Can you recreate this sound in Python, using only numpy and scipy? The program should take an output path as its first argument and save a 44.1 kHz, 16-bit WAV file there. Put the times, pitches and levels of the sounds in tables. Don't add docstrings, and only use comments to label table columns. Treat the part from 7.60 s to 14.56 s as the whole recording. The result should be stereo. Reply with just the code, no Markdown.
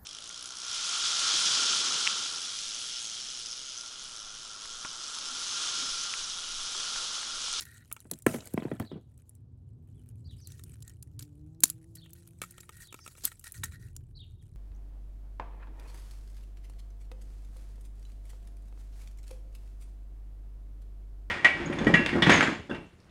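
import sys
import numpy as np
from scipy import signal
from scipy.fft import rfft, irfft
from scipy.io import wavfile

SR = 44100
rng = np.random.default_rng(int(sys.argv[2]) if len(sys.argv) > 2 else 0)


def wav_out(sig):
    wavfile.write(sys.argv[1], SR, np.round(np.clip(np.atleast_2d(sig).T, -1, 1) * 32767).astype(np.int16))


N = 306936
TIME = np.arange(N) / SR
CUTOFF_HZ = 16300


def from_db(db):
    return 10 ** (np.asarray(db) / 20)


def rms_one(x):
    return x / np.sqrt(np.mean(x ** 2) + 1e-20)


def unit_hit(x):
    return x * np.sqrt(.005 * SR / (np.sum(x ** 2) + 1e-20))


def in_time(rows):
    s, *columns = np.transpose(rows)
    return [np.interp(TIME, s, c) for c in columns]


def at_hz(rows, hz):
    points, *columns = np.transpose(rows)
    return [np.interp(np.log(hz + 1), np.log(points), c) for c in columns]


def colour(x, spectrum):
    size = 2048
    level_db = at_hz(spectrum, np.fft.rfftfreq(size, 1 / SR))[0]
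    cepstrum = irfft(np.log(from_db(level_db)))
    cepstrum[1:size // 2] *= 2
    cepstrum[size // 2 + 1:] = 0
    return signal.fftconvolve(x, irfft(np.exp(rfft(cepstrum))))[:len(x)]


def resonate(x, modes):
    out = 0
    for k, (hz, width, db) in enumerate(modes):
        r = np.exp(-np.pi * width / SR)
        gain = (-1) ** k * from_db(db) * (1 - r * r) / 2
        feedback = [1, -2 * r * np.cos(2 * np.pi * hz / SR), r * r]
        out = out + gain * signal.lfilter([1, 0, -1], feedback, x + 1e-18)
    return out


def drift(rate):
    return np.interp(TIME * rate, np.arange(4000), rng.standard_normal(4000))


def grains(per_s, spread_db):
    sizes = from_db(spread_db * np.minimum(rng.exponential(1, N), 4))
    return rms_one(sizes * rng.standard_normal(N) * (rng.random(N) < per_s / SR))


def burst(run, decay_s, tail_db, tail_s):
    t = TIME[:SR // 8]
    after = np.maximum(t - run, 0)
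    fade = np.exp(-after / decay_s) + from_db(tail_db) * np.exp(-after / tail_s)
    return rng.standard_normal(len(t)) * fade


def add(track, s, sound):
    at = max(round(s * SR), 0)
    track[at:at + len(sound)] += sound[:N - at]


def echoes(x, t60, build_s):
    t = TIME[:SR // 2]
    tail = rng.standard_normal(len(t)) * from_db(-60 * t / t60) * (1 - np.exp(-t / build_s))
    return signal.fftconvolve(x, tail / np.sqrt(np.sum(tail ** 2)))[:N]


def strokes(rows, attack_s, release_s):
    power = 0
    for s, length, *levels in rows:
        rise = np.clip((TIME - s) / attack_s, 0, 1)
        fall = np.exp(-np.clip((TIME - s - length) / release_s, 0, 20))
        power = power + np.outer(from_db(levels), rise * fall) ** 2
    return np.sqrt(power)


def rasp(count=16):
    out, edges = 0, np.linspace(1000, CUTOFF_HZ, count + 1)
    slips = [grains(per_s=9000, spread_db=2.5) for _ in range(2)]
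    for k, band in enumerate(zip(edges, edges[1:])):
        band_filter = signal.butter(2, band, "band", fs=SR, output="sos")
        out = out + signal.sosfilt(band_filter, slips[k % 2]) * from_db(4.5 * drift(45))
    return out


def engine(curve, orders):
    hz, db = in_time(curve)
    phase = 2 * np.pi * np.cumsum(hz * (1 + .022 * drift(30))) / SR
    harmonics = 0
    for k, level in orders:
        harmonics = harmonics + np.sqrt(2) * from_db(level + 3 * drift(14)) * np.sin(k * phase)
    return from_db(db) * harmonics


# (time [s], level [dB])
TRAFFIC = [(0, -55.5), (0.4, -61), (1.1, -51.5), (1.72, -57.5), (1.82, -50.5), (3.3, -47), (4.1, -53),
           (5.93, -61.5), (6.0, -43.5), (6.35, -49), (6.96, -52)]
# (frequency [Hz], relative level [dB])
TRAFFIC_COLOUR = [(30, -20.5), (55, -6.5), (108, 0), (155, -10.5), (200, -22), (400, -30), (600, -50),
                  (3000, -100)]
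AIR_COLOUR = [(320, 26.5), (550, 15.5), (900, 10.5), (2000, -6.5), (3500, -5.5), (6000, -9.5), (15000, -18)]
# (time [s], firing rate [Hz], level [dB])
ENGINE = [(1.5, 118.6, -72), (2.5, 123.5, -62.5), (3.3, 135.8, -81.5), (3.6, 144, -59), (4.1, 160, -56.5),
          (4.7, 172.1, -65.5), (5.9, 180.7, -83.5)]
DRONE = [(3.5, 42, -90.5), (3.8, 41, -68.5), (5.0, 40.84, -68.5), (6.4, 40.06, -53), (6.96, 41.29, -51)]
# (multiple of firing rate, level [dB])
ENGINE_ORDERS = [(1, 0.5), (2, -3), (3, -20.5), (4, -27.5), (5, -33)]
DRONE_ORDERS = [(1, -4.5), (2, -2.5), (4, -19)]


def street(air_db=-72, low_cut_hz=50, surge_db=2):
    gain = from_db(at_hz(TRAFFIC_COLOUR, np.fft.rfftfreq(N, 1 / SR))[0])
    rumble = irfft(rfft(rng.standard_normal(N)) * gain, N)
    rumble = signal.sosfilt(signal.butter(4, low_cut_hz, "high", fs=SR, output="sos"), rumble)
    rumble = rms_one(rumble * from_db(surge_db * drift(19)))
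    traffic = from_db(in_time(TRAFFIC)[0]) * rumble
    air = from_db(air_db) * rms_one(colour(rng.standard_normal(N), AIR_COLOUR))
    return traffic + air + engine(ENGINE, ENGINE_ORDERS) + engine(DRONE, DRONE_ORDERS)


SYLLABLE = [(0, .8), (.2, .91), (.38, 1), (.55, .98), (.76, .89), (1, .84)]
TRILL_HZ = 93.6


def syllable(top_hz, length, trill=0, second_voice_db=-19):
    u = np.linspace(0, 1, round(length * SR))
    knots = np.linspace(0, 1, 20)
    wobble, flutter = [np.interp(u, knots, rng.standard_normal(20)) for _ in range(2)]
    bend = 1 + .018 * wobble + trill * np.sin(2 * np.pi * TRILL_HZ * length * u)
    arch = np.interp(u, *np.transpose(SYLLABLE))
    phase = 2 * np.pi * np.cumsum(top_hz * arch * bend) / SR
    voices = np.sin(phase) + from_db(second_voice_db) * np.sin(1.17 * phase)
    swell = np.sqrt(u * np.abs(np.sin(np.pi * u)))
    return rms_one(voices * swell * from_db(3.5 * flutter))


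# (time [s], top pitch before bending [Hz], relative level [dB])
CHIRPS = [(1.246, 4585, -61), (2.642, 4820, -62.5), (4.366, 4494, -59.5), (5.227, 4670, -61.5),
          (6.546, 4566, -55.5)]
# (delay [s], length [s], share of top pitch, level [dB], trill depth as a share of pitch)
CALL = [(0, .038, 1, -2, .01), (.042, .038, .82, 0, .015), (.074, .03, .73, -6, .11)]
# (time [s], length [s], top pitch before bending [Hz], level [dB])
PEEPS = [(2.329, .08, 3510, -84.5), (2.776, 0.034, 5300, -69), (2.806, 0.032, 6350, -65),
         (2.828, 0.041, 4840, -63.5), (2.891, 0.022, 6300, -67), (5.381, 0.091, 6340, -66),
         (5.396, 0.053, 5420, -63.5), (6.78, 0.045, 3726, -78.5)]


def sparrows(call_db=-2, wet_db=-10):
    out = np.zeros(N)
    for s, top_hz, db in CHIRPS:
        for delay, length, share, step_db, trill in CALL:
            note = syllable(top_hz * share, length, trill)
            add(out, s + delay, from_db(db + step_db + call_db) * note)
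    for s, length, top_hz, db in PEEPS:
        add(out, s, from_db(db) * syllable(top_hz, length))
    out = out + from_db(-5) * echoes(out, t60=.1, build_s=.002)
    return out + from_db(wet_db) * echoes(out, t60=.42, build_s=.004)


def grit(low_hz, high_hz, per_s, cycles, count):
    out = 0
    for hz in np.geomspace(low_hz, min(high_hz, CUTOFF_HZ), count):
        out = out + rms_one(resonate(grains(per_s / count, 3), [(hz, hz / cycles, 0)]))
    return rms_one(out)


# (time [s], length [s], relative grinding level [dB], relative hiss level [dB])
DRAGS = [(0.675, 0.068, -42, -45), (0.78, 0.18, -57.5, -61.5), (0.97, 0.19, -52.5, -66.5),
         (1.2, 0.018, -47, -58.5), (1.31, 0.01, -56.5, -85)]
# (frequency [Hz], relative level [dB])
SCUFF_COLOUR = [(60, -17.5), (150, 4.5), (330, 2.5), (650, 2.5), (1000, -11), (1900, -12.5), (3200, -17),
                (6000, -38), (12000, -35.5)]
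SLIDE_COLOUR = [(100, -33.5), (600, -10.5), (2000, -12.5), (4000, -9.5), (5500, -8.5), (7500, -2),
                (11000, -4.5), (15000, -12.5)]


def drags(grind_db=-1, hiss_db=-1, grit_db=-7, judder_db=4):
    grinding, speed = strokes(DRAGS, attack_s=.0031, release_s=.031)
    scuff = rms_one(colour(grains(per_s=650, spread_db=2.0), SCUFF_COLOUR))
    sand = grit(900, 5000, per_s=330, cycles=30, count=14)
    hiss = rms_one(colour(rasp(), SLIDE_COLOUR))
    judder = rms_one(from_db(judder_db * drift(90)))
    grind = from_db(grind_db) * grinding * (scuff + from_db(grit_db) * sand)
    return judder * (grind + from_db(hiss_db) * speed * hiss)


# (time [s], starting pitch [Hz], thud level [dB],
# relative level of clatter and ring [dB], shudder relative to the thud [dB])
KNOCKS = [(0.453, 513, -51.5, -61.5, 1), (0.515, 864, -41.5, -47, 5), (0.6648, 759, -14.5, -20, -7.5),
          (0.695, 640, -40, -45, -12), (0.7441, 780.5, -28.5, -38, -0.5),
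          (0.9412, 535, -24.5, -54.5, -12.5), (0.976, 674, -23, -31.5, -7.5), (1.022, 620, -32, -48, -9),
          (1.052, 670, -26, -47, -6.5), (1.082, 500, -50, -45, -7), (1.115, 700, -27, -38.5, -2),
          (1.199, 425, -32.5, -36, 6), (1.316, 600, -35, -51.5, 3), (1.357, 583, -38.5, -77, 3.5)]
# (pitch [Hz], width [Hz], level before random scatter [dB])
HAMMER_MODES = [(648, 10, 6.5), (1330, 30, -6), (1940, 18, -5.5), (3200, 80, -13)]
# (frequency [Hz], relative level [dB])
CLATTER = [(50, -33.5), (300, -4), (650, 7), (1150, 0.5), (1900, 0.5), (2800, -13), (5000, -32.5),
           (16000, -47)]


def knocks(low_hz=95, high_hz=280, fall_s=.0031, swell_s=.0029, ring_db=-12):
    out, t = np.zeros(N), TIME[:SR // 8]
    band = signal.butter(2, [low_hz, high_hz], "band", fs=SR, output="sos")
    swell = t / swell_s * np.exp(-t / swell_s)
    for s, hz, low, hard, shudder_db in KNOCKS:
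        thud = unit_hit(swell * np.sin(2 * np.pi * hz * fall_s * np.log1p(t / fall_s)))
        shaking = burst(.012, decay_s=.018, tail_db=-18, tail_s=.037) * np.clip(t / .0035, 0, 1)
        shudder = unit_hit(signal.sosfilt(band, shaking))
        contact = burst(.002, decay_s=.002, tail_db=-21, tail_s=.02)
        clatter = unit_hit(colour(contact, CLATTER))
        struck = [(mode_hz, width, db + 4 * rng.standard_normal()) for mode_hz, width, db in HAMMER_MODES]
        ring = unit_hit(resonate(burst(.001, decay_s=.001, tail_db=-30, tail_s=.01), struck))
        add(out, s, from_db(low) * thud + from_db(low + shudder_db) * shudder)
        add(out, s, from_db(hard) * (clatter + from_db(ring_db) * ring))
    return out


def crackle(per_s, clump_db, width_hz=330, count=10):
    rate = per_s / count * from_db(clump_db * np.minimum(drift(22), 1.5))
    choices = np.geomspace(1300, 14000, 200)
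    ticks = 0
    for pitches in choices[rng.integers(0, 200, (count, 5))]:
        slip = burst(.0008, decay_s=.0012, tail_db=-26, tail_s=.006)
        ring = resonate(slip, [(hz, width_hz, 0) for hz in pitches])
        click = unit_hit(slip) / 2 + unit_hit(ring)
        ticks = ticks + signal.fftconvolve(grains(rate, 2.5), click)[:N]
    return rms_one(colour(ticks, SLIDE_COLOUR))


# (time [s], length [s], relative hiss level [dB], hollow rub level [dB])
SLIDES = [(0.0, 0.02, -45, -54), (0.05, 0.13, -62.5, -58.5), (0.2, 0.027, -95, -66),
          (2.71, 0.028, -72, -99), (2.88, 0.07, -64, -76), (2.96, 0.019, -64, -91),
          (3.24, 0.062, -77, -69.5), (3.595, 0.035, -53.5, -78), (4.02, 0.089, -54.5, -81),
          (4.35, 0.014, -56.5, -68.5), (4.55, 0.038, -62, -73.5), (4.82, 0.011, -47.5, -53),
          (4.88, 0.15, -69, -71), (5.12, 0.062, -63.5, -61.5), (5.2, 0.037, -56, -55),
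          (5.35, 0.17, -67, -75.5), (5.57, 0.092, -60.5, -95), (5.64, 0.039, -45, -59),
          (5.84, 0.03, -52, -51.5), (5.938, 0.031, -48, -59.5), (6.03, 0.027, -51.5, -48.5),
          (6.11, 0.045, -61.5, -55.5), (6.19, 0.096, -69.5, -66.5)]
# (time [s], relative level of the light rustle [dB])
HANDLING = [(0, -66), (1.2, -68), (1.36, -85.5), (1.72, -73), (1.85, -100), (2.2, -85), (2.4, -78.5),
            (3.12, -67), (3.4, -73), (3.95, -80), (4.15, -70.5), (5.9, -62.5), (6.45, -78), (6.96, -78.5)]
# (pitch [Hz], width [Hz], level [dB])
RUB_MODES = [(1425, 65, -4.5), (1867, 52, 3.5), (3900, 120, -13), (4300, 120, -17)]


def friction(slide_db=-4, crackle_db=-3, rustle_db=-9, tick_db=-3):
    slide, press = strokes(SLIDES, attack_s=.0047, release_s=.015)
    handling = from_db(in_time(HANDLING)[0])
    hiss = rms_one(colour(rasp() * from_db(3.5 * drift(70)), SLIDE_COLOUR))
    rub_slips = grains(per_s=1100, spread_db=1.0) * from_db(4 * drift(90))
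    rub = rms_one(resonate(rub_slips, RUB_MODES))
    fine_crackle = crackle(per_s=330, clump_db=2.5)
    catches = crackle(per_s=110, clump_db=8)
    sliding = slide * (from_db(slide_db) * hiss + from_db(crackle_db) * fine_crackle)
    rustle = handling * (from_db(rustle_db) * hiss + from_db(tick_db) * catches)
    return sliding + press * rub + rustle


LARGE_PANEL_HZ, SMALL_PANEL_HZ = 1275.5, 1848
# (time [s], panel pitch before the grip shifts it [Hz], relative ring level [dB], tick level [dB])
CLACKS = [(0.3146, LARGE_PANEL_HZ, -44.5, -47.5), (0.365, LARGE_PANEL_HZ, -48, -52),
          (2.994, SMALL_PANEL_HZ, -61, -55), (4.46, SMALL_PANEL_HZ, -62.5, -62.5),
          (4.817, LARGE_PANEL_HZ, -37, -33.5), (4.837, LARGE_PANEL_HZ, -42.5, -46.5),
          (4.981, LARGE_PANEL_HZ, -54.5, -49.5), (5.032, SMALL_PANEL_HZ, -58, -68),
          (5.0922, LARGE_PANEL_HZ, -47.5, -48), (5.3255, LARGE_PANEL_HZ, -50, -46.5),
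          (5.343, LARGE_PANEL_HZ, -46.5, -43.5), (5.39, LARGE_PANEL_HZ, -54.5, -60),
          (5.463, LARGE_PANEL_HZ, -48.5, -48), (5.477, LARGE_PANEL_HZ, -49.5, -44.5),
          (5.552, LARGE_PANEL_HZ, -59, -60), (5.58, LARGE_PANEL_HZ, -59, -56.5),
          (5.717, SMALL_PANEL_HZ, -50, -52), (5.842, SMALL_PANEL_HZ, -54.5, -60),
          (5.87, SMALL_PANEL_HZ, -53, -55), (6.035, SMALL_PANEL_HZ, -35.5, -78),
          (6.121, SMALL_PANEL_HZ, -57, -59.5)]
# (pitch [Hz], width [Hz], level [dB])
HOUSING_MODES = [(880, 83, -3), (1360, 75, 10.5), (1860, 50, -2), (2270, 146, 6), (3110, 51, -12),
                 (3320, 67, -3)]
# (frequency [Hz], relative level [dB])
TICK = [(200, 3), (500, 5.5), (1200, -12.5), (2500, -3), (3700, 2), (5000, -13), (8000, 4), (11000, -5),
        (16000, -8)]


def clacks(ring_db=-1, ring_width_hz=72, shell_db=-1, grip_scatter=.016):
    out, push = np.zeros(N), signal.unit_impulse(SR // 8)
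    for s, hz, ring, tick in CLACKS:
        contact = burst(.0015, decay_s=.0018, tail_db=-22, tail_s=.01)
        hz = hz * (1 + grip_scatter * rng.standard_normal())
        panel = unit_hit(resonate(push, [(hz, ring_width_hz, 0), (hz * 2.088, 130, -7)]))
        shell = unit_hit(resonate(contact, HOUSING_MODES))
        add(out, s, from_db(ring + ring_db) * (panel + from_db(shell_db) * shell))
        add(out, s, from_db(tick) * unit_hit(colour(contact, TICK)))
    return out


# (time [s], time the crack runs [s], shard pitch [Hz],
# bright level [dB], body level [dB])
SNAPS = [(0.0085, 0.00041, 8770, -38.5, -45), (0.02, 0.0038, 7300, -64.5, -46),
         (0.053, 0.0022, 12600, -51, -58.5), (0.326, 0.00027, 13160, -32, -54),
         (0.4035, 0.00077, 7200, -51, -58), (0.513, 0.0011, 10300, -30, -38.5),
         (0.5348, 0.0031, 7450, -48.5, -45.5), (0.5878, 0.001, 13800, -52.5, -67),
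         (0.622, 0.002, 7300, -49.5, -64.5), (0.664, 0.0041, 7600, -28.5, -43.5),
         (0.8051, 0.0017, 3180, -69, -48.5), (0.856, 0.001, 8200, -48, -61),
         (0.8731, 0.001, 8900, -46.5, -52.5), (0.937, 0.0024, 11200, -42.5, -59),
         (1.1979, 0.0021, 11700, -45, -56.5), (1.5773, 0.001, 8000, -62.5, -74.5),
         (1.6936, 0.00092, 10840, -50.5, -74), (1.7514, 0.002, 7500, -61, -77),
         (2.489, 0.001, 9100, -57, -73), (2.8721, 0.0012, 7400, -45.5, -56),
         (2.919, 0.003, 6300, -55.5, -55), (3.037, 0.002, 11160, -48.5, -55),
         (3.2044, 0.00092, 9800, -64, -71.5), (3.2234, 0.0037, 7300, -50.5, -53.5),
         (3.2785, 0.001, 7600, -49, -55), (3.296, 0.001, 6870, -56, -58.5),
         (3.4255, 0.0046, 9100, -46, -56), (3.592, 0.0039, 9200, -43.5, -47),
         (3.6243, 0.0034, 12000, -48.5, -50), (4.0047, 0.001, 13600, -44.5, -59),
         (4.0354, 0.0047, 7220, -11, -16), (4.055, 0.0015, 11300, -36.5, -43),
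         (4.0786, 0.003, 12500, -45, -56), (4.1, 0.001, 9070, -29.5, -42.5),
         (4.3526, 0.0039, 13600, -46.5, -60), (4.505, 0.002, 8000, -59, -75),
         (4.5325, 0.001, 13200, -46.5, -60), (4.6745, 0.002, 12270, -53.5, -63.5),
         (4.9082, 0.0024, 9600, -47.5, -61), (5.004, 0.0048, 7400, -49.5, -50),
         (5.169, 0.0038, 7840, -54.5, -69.5), (5.271, 0.003, 8600, -57, -59),
         (5.637, 0.012, 13100, -39, -39.5), (5.647, 0.01, 3460, -42, -34.5),
         (5.6519, 0.0012, 13300, -20.5, -40.5), (5.795, 0.001, 9400, -49, -66),
         (5.84, 0.0045, 6400, -46, -53), (5.8764, 0.0018, 10600, -47, -56),
         (5.921, 0.001, 11070, -40.5, -64.5), (6.037, 0.0085, 6550, -31.5, -37.5),
         (6.3647, 0.0005, 7180, -45, -48)]
# (multiple of its pitch, width [Hz], level before random scatter [dB])
SHARD_MODES = [(.55, 159, -13.5), (.65, 140, -8), (.803, 110, -5.5), (.853, 100, -3), (1, 110, 1),
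               (1.074, 80, -6.5), (1.212, 110, -5), (1.39, 130, -5.5), (1.516, 130.5, -11.5),
               (1.71, 171, -8)]
# (frequency [Hz], relative level [dB])
CRACK_TOP = [(4500, -40.5), (6500, -7.5), (8000, 4.5), (11000, 4), (16000, -2)]
CRACK_BODY = [(150, -11), (270, 3), (500, -10), (750, -14), (1350, -6), (1950, -14.5), (3800, -0.5),
              (6000, -0.5), (7500, -1), (10000, -42.5)]


def snaps(shard_db=-6, mode_scatter_db=1):
    out = np.zeros(N)
    for s, run, hz, top, body in SNAPS:
        crack = burst(run, decay_s=.0009, tail_db=-30, tail_s=.009)
        modes = []
        for ratio, width, db in SHARD_MODES:
            extra = mode_scatter_db * rng.standard_normal()
            if hz * ratio < CUTOFF_HZ:
                modes.append((hz * ratio, width, db + extra))
        crack = unit_hit(crack) + from_db(shard_db) * unit_hit(resonate(crack, modes))
        add(out, s, from_db(top) * unit_hit(colour(crack, CRACK_TOP)))
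        add(out, s, from_db(body) * unit_hit(colour(crack, CRACK_BODY)))
    return out


# (frequency [Hz], left minus right [dB], left lead [rad], relative diffuse side level [dB])
PORTS = [(101, -0.5, -0.96, -26.5), (327, 0.5, -0.5, -22), (686, -13.5, 0.7, -15), (1010, -5, 1.7, -7),
         (1300, 0, 1.28, -5.5), (1950, -10.5, 1.6, -6.5), (2660, -10, 1, -5), (3950, -10.5, 1.1, -10),
         (5300, -5.5, 1.53, -9), (6500, -6.5, 1.24, -9.5), (7300, -1, 0.5, -22), (10500, -0.35, -0.45, -23),
         (14500, 0, -1.3, -15)]


def microphones(x):
    balance, lead, diffuse = at_hz(PORTS, np.fft.rfftfreq(N, 1 / SR))
    ratio = from_db(balance) * np.exp(1j * lead)
    scatter = .7 * echoes(x, t60=.025, build_s=.0002) + echoes(x, t60=.12, build_s=.002) / 4
    direct_side = rfft(x) * (ratio - 1) / (ratio + 1)
    side = irfft(direct_side + rfft(scatter) * from_db(diffuse), N)
    return np.array([x + side, x - side])


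def scene(yard_db=-26, around_db=-16):
    far = sparrows() + street()
    near = drags() + knocks() + friction() + clacks() + snaps()
    near = near + from_db(yard_db) * echoes(near, t60=.14, build_s=.0031)
    around = from_db(around_db) * echoes(far, t60=.5, build_s=.01) * np.array([[1], [-1]])
    return microphones(near + far) + around


def record(dry):
    rounded = .85 * np.tanh(dry / .85)
    return signal.sosfilt(signal.cheby1(10, .3, CUTOFF_HZ, fs=SR, output="sos"), rounded)


dry = scene()
out = record(dry)
wav_out(out)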